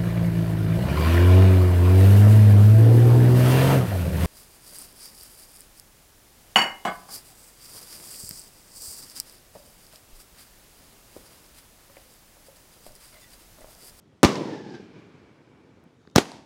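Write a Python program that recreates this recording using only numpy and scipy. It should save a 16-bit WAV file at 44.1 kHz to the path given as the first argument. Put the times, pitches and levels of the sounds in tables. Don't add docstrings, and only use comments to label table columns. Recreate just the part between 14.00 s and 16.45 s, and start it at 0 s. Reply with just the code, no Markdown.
import sys
import numpy as np
from scipy import signal
from scipy.io import wavfile
from scipy.ndimage import uniform_filter1d

SR = 44100
rng = np.random.default_rng(int(sys.argv[2]) if len(sys.argv) > 2 else 0)


def output_pcm(signal):
    pcm = np.clip(np.atleast_2d(signal).T, -1, 1) * 32767
    wavfile.write(sys.argv[1], SR, np.round(pcm).astype(np.int16))


def field_ratio(decibels):
    return 10 ** (np.asarray(decibels, dtype=float) / 20)


N = 108045
BURST_S, LAUNCH_S = .232, 2.15

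# (frequency [Hz], level [dB])
NIGHT_COLOUR = [(25, -32.5), (97, -3), (159, -7.5), (433, -13.5), (634, -22), (3510, -34.5), (7000, -41),
                (16500, -62)]

# (time [s], level [dB])
NEAR_LOUDNESS = [(.2318, -19), (.25, -12.5), (.27, -20.5), (.30, -24.5), (.35, -29.5), (.36, -27.5),
                 (.39, -32.5), (.5, -36), (.7, -59.5)]
FAR_LOUDNESS = [(.25, -37), (.40, -33), (.49, -38), (.54, -34), (.63, -41), (.735, -40.5), (.75, -35.5),
                (.77, -42), (.86, -53)]
LAST_LOUDNESS = [(.8, -49), (.9, -51), (.99, -47.5), (1.08, -52), (1.22, -52.5), (1.4, -57.5), (1.62, -57),
                 (1.9, -62.5)]
LAUNCH_LOUDNESS = [(2.152, -50), (2.157, -23.5), (2.165, -16), (2.174, -23), (2.186, -20.5), (2.21, -30),
                   (2.245, -41), (2.36, -47), (2.45, -55.5)]

# (frequency [Hz], level [dB])
BURST_EARLY_COLOUR = [(40, -38.5), (130, -12.5), (233, -1), (500, -6), (1100, -17), (2200, -21),
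                      (6020, -25), (16500, -54)]
BURST_MIDDLE_COLOUR = [(40, -36.5), (156, -2.5), (300, -1.5), (500, -3.5), (680, -15.5), (1400, -26),
                       (5180, -34), (16500, -73.5)]
BURST_LATE_COLOUR = [(40, -48), (137, -0.5), (400, -0.5), (680, -26.5), (1300, -29), (2250, -25),
                     (5440, -24), (16500, -75.5)]
BURST_LAST_COLOUR = [(24, -59), (40, -28), (92, -6.5), (258, -2.5), (725, -11.5), (865, -7), (1840, -20.5),
                     (2200, -19.5), (16500, -67.5)]

# (frequency [Hz], level [dB])
LAUNCH_EARLY_COLOUR = [(40, -27), (258, -5.5), (497, -10.5), (900, -14.5), (2800, -24), (6330, -27),
                       (12000, -40.5), (16500, -51)]
LAUNCH_LATE_COLOUR = [(24, -64), (40, -34), (293, -4.5), (332, -20), (802, -14), (1170, -26.5), (4920, -19),
                      (10200, -34), (16500, -63)]

# (first band [dB], second band [dB], third band [dB])
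NEAR_FRINGES = (11, 1, 0)
FAR_FRINGES = (15, 17, 1)
LAST_FRINGES = (1, 5, 7)
LAUNCH_FRINGES = (4, 0, 0)

# (time [s], peak [dB], pitch [Hz], length [cycles])
TICKS = [(.5200, -28, 299, 6.8), (.3562, -23, 4770, 3.6), (0.7057, -45, 4780, 6.7), (0.745, -43, 342, 6.9),
         (0.749, -45, 1700, 1.9), (1.8390, -53.5, 12000, 1.9), (1.8405, -55, 10000, 1.6),
         (1.8630, -42, 196, 1.1), (2.0520, -47, 904, 1.0), (2.0738, -49, 4280, 4.3),
         (2.0747, -46, 1580, 2.8), (2.0750, -38, 260, 0.88), (2.1000, -48, 5000, 1.6),
         (2.1135, -52.5, 6000, 2.2), (2.2560, -27.5, 1800, 0.73), (2.3177, -35, 4380, 5.1),
         (2.3180, -39.5, 8300, 4.7), (2.3183, -34, 800, 2.2)]

# (time [s], peak [dB], pitch [Hz], length [cycles])
SNAPS = [(.2315, 0, 9000, 2.0), (.2329, -6, 4000, 1.2), (.2381, -6, 1800, 1.2), (.2458, -8, 3500, 1.0),
         (.2494, -5, 4200, 2.5), (.2533, -16, 4500, 7.0), (2.1596, -12, 1100, 1.2), (2.16065, 4, 5600, 3.6),
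         (2.1801, -4, 3600, 1.3), (2.1843, -7, 5000, 1.5), (2.1864, -11, 3500, 2.5)]

# (time [s], strength [dB], push before [ms], suction after [ms], rebound [ms])
SHOCKS = [
    (.2317, -2, .4, 1.35, 2.1),
    (.2357, -2, .4, 1.8, 1.6),
    (.2392, -2, .6, 1.2, 1.7),
    (.2422, -8, .1, 5.0, .3),
    (.2478, -2, .7, 1.9, 4.2),
    (.2540, -20, .2, 2.0, .8),
    (2.1604, -1, .4, 2.8, 3.4),
    (2.1652, -13, .05, 2.7, .8),
    (2.1829, -1, .7, 1.7, 1.7),
    (2.1857, -16, .1, 1.0, .5),
]


def read(points, hz):
    table_hz, level = np.transpose(points)
    return np.interp(np.log(hz + 1), np.log(table_hz + 1), level)


def evened(x):
    return x / np.sqrt(np.mean(x ** 2) + 1e-20)


def night():
    frames, hz = N // 256 + 5, np.fft.rfftfreq(1024, 1 / SR)
    real, imaginary, patches = rng.standard_normal((frames, 513, 3)).T
    patches = uniform_filter1d(patches, size=10, axis=0)
    patches = evened(uniform_filter1d(patches, size=8, axis=1))
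    air = (real + 1j * imaginary) * field_ratio(read(NIGHT_COLOUR, hz)[:, None] + 1.5 * patches)

    late = np.clip((np.arange(frames) * 256 / SR - 1.9) / .15, 0, 1)
    chirp_band = np.exp(-((hz - 3750) / 180) ** 2)
    hiss_band = 0.22 * np.exp(-((hz - 6580) / 810) ** 2)
    insect = rng.standard_normal(real.shape) * (chirp_band + hiss_band)[:, None] * late

    air, insect = (evened(signal.istft(v, nperseg=1024, noverlap=768)[1][:N]) for v in (air, insect))
    return field_ratio(-57.5) * air + field_ratio(-86) * insect


def roll(loudness, shot_s, near, far, dull_s, lumps_per_s, lumpy_db, air_db, fringes_db):
    lumps_below_hz, bass_rise_s = 600, 0.039
    fringe_near_hz, fringe_far_hz, fringe_settle_s, fringe_width_hz = 1240, 770, .22, 80
    times, levels_db = np.transpose(loudness)

    hit, size = rng.random(N), rng.exponential(1, N)
    sign, wash = rng.standard_normal(N), rng.standard_normal(N)
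    lumps = evened((hit < lumps_per_s / SR) * sign * field_ratio(lumpy_db * np.minimum(size, 4)))
    hz, t, low = signal.stft(lumps, SR, nperseg=1024, noverlap=896)
    high = signal.stft(wash, SR, nperseg=1024, noverlap=896)[2]
    hz, age = hz[:, None], np.maximum(t - shot_s, 0)

    settling = np.exp(-age / fringe_settle_s)
    pitch = fringe_far_hz + (fringe_near_hz - fringe_far_hz) * settling
    flat = 1 - np.exp(-(age / fringe_settle_s) ** 2)
    fringe_rise = np.minimum(age / bass_rise_s, 1) ** 2
    fringes = 0
    for k, db in enumerate(fringes_db):
        band = 1 / (1 + ((hz - (k + 1) * pitch) / fringe_width_hz) ** 2)
        fringes = fringes + db * flat ** k * fringe_rise * band

    gone = 1 - np.exp(-age / dull_s)
    air_loss = air_db * age ** 2 * np.sqrt(hz / 4000)
    colour = field_ratio((1 - gone) * read(near, hz) + gone * read(far, hz) + fringes - air_loss)
    colour /= np.sqrt((colour ** 2).mean(0))

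    share = 1 / (1 + (hz / lumps_below_hz) ** 2)
    thuds = np.sqrt(share) * low * (1 - np.exp(-(age / bass_rise_s) ** 2))
    echo = (thuds + np.sqrt(1 - share) * high) * colour
    echo = signal.istft(echo, SR, nperseg=1024, noverlap=896)[1][:N]
    now = np.arange(N) / SR
    fade_db = -150 * np.maximum(now - times[-1], 0)
    return echo * field_ratio(np.interp(now, times, levels_db) + fade_db) * (now > times[0])


def snaps():
    out = np.zeros(N)
    for s, db, hz, cycles in SNAPS + TICKS:
        first = int(s * SR)
        turns = np.maximum((first + np.arange(2000)) / SR - s, 0) * hz
        shape = np.sin(np.pi * np.minimum(turns / cycles, 1) ** .7)
        out[first:first + 2000] += field_ratio(db) * shape * np.sin(2 * np.pi * turns)
    return out


def shocks():
    def on(ms_after):
        return .5 + .5 * np.tanh(ms_after / .022)

    ms, out = np.arange(N) * 1000 / SR, np.zeros(N)
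    for s, db, push_ms, suction_ms, rebound_ms in SHOCKS:
        at = slice(int(s * SR) - 200, int(s * SR) + 800)
        u = ms[at] - 1000 * s
        after = np.maximum(u - suction_ms, 0) / rebound_ms
        push = .9 * on(u + push_ms) * on(-u)
        suction = on(u) * on(suction_ms - u) * (1 - .8 * u / suction_ms)
        rebound = .95 * on(u - suction_ms) * (1 - after ** 2) * np.exp(-after ** 2)
        out[at] += field_ratio(db) * (push - suction + rebound)
    return out


def scene():
    near = roll(NEAR_LOUDNESS, BURST_S, BURST_EARLY_COLOUR, BURST_MIDDLE_COLOUR, dull_s=.3,
                lumps_per_s=1500, lumpy_db=1.8, air_db=1.5, fringes_db=NEAR_FRINGES)
    far = roll(FAR_LOUDNESS, BURST_S, BURST_MIDDLE_COLOUR, BURST_LATE_COLOUR, dull_s=0.52,
               lumps_per_s=900, lumpy_db=1.5, air_db=1.5, fringes_db=FAR_FRINGES)
    last = roll(LAST_LOUDNESS, BURST_S, BURST_LATE_COLOUR, BURST_LAST_COLOUR, dull_s=1.0,
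                lumps_per_s=700, lumpy_db=1.7, air_db=1.0, fringes_db=LAST_FRINGES)
    launch = roll(LAUNCH_LOUDNESS, LAUNCH_S, LAUNCH_EARLY_COLOUR, LAUNCH_LATE_COLOUR, dull_s=0.26,
                  lumps_per_s=1500, lumpy_db=2.4, air_db=130, fringes_db=LAUNCH_FRINGES)
    return (night() + near + far + last + launch + snaps() + shocks())[None]


def band_limit(x):
    return signal.sosfilt(signal.butter(12, 17040, fs=SR, output="sos"), x)


def record(dry):
    ceiling = field_ratio(-3.7 + .6 * np.arange(N) / SR)
    bass_cut = signal.butter(2, 86, "high", fs=SR, output="sos")
    x = signal.sosfilt(bass_cut, dry) / ceiling
    x = ceiling * x / (1 + abs(x) ** 5) ** (1 / 5)
    x = signal.oaconvolve(x, signal.firwin(63, 16500, fs=SR)[None], "same")
    return band_limit(x)


dry = scene()
out = record(dry)
output_pcm(out)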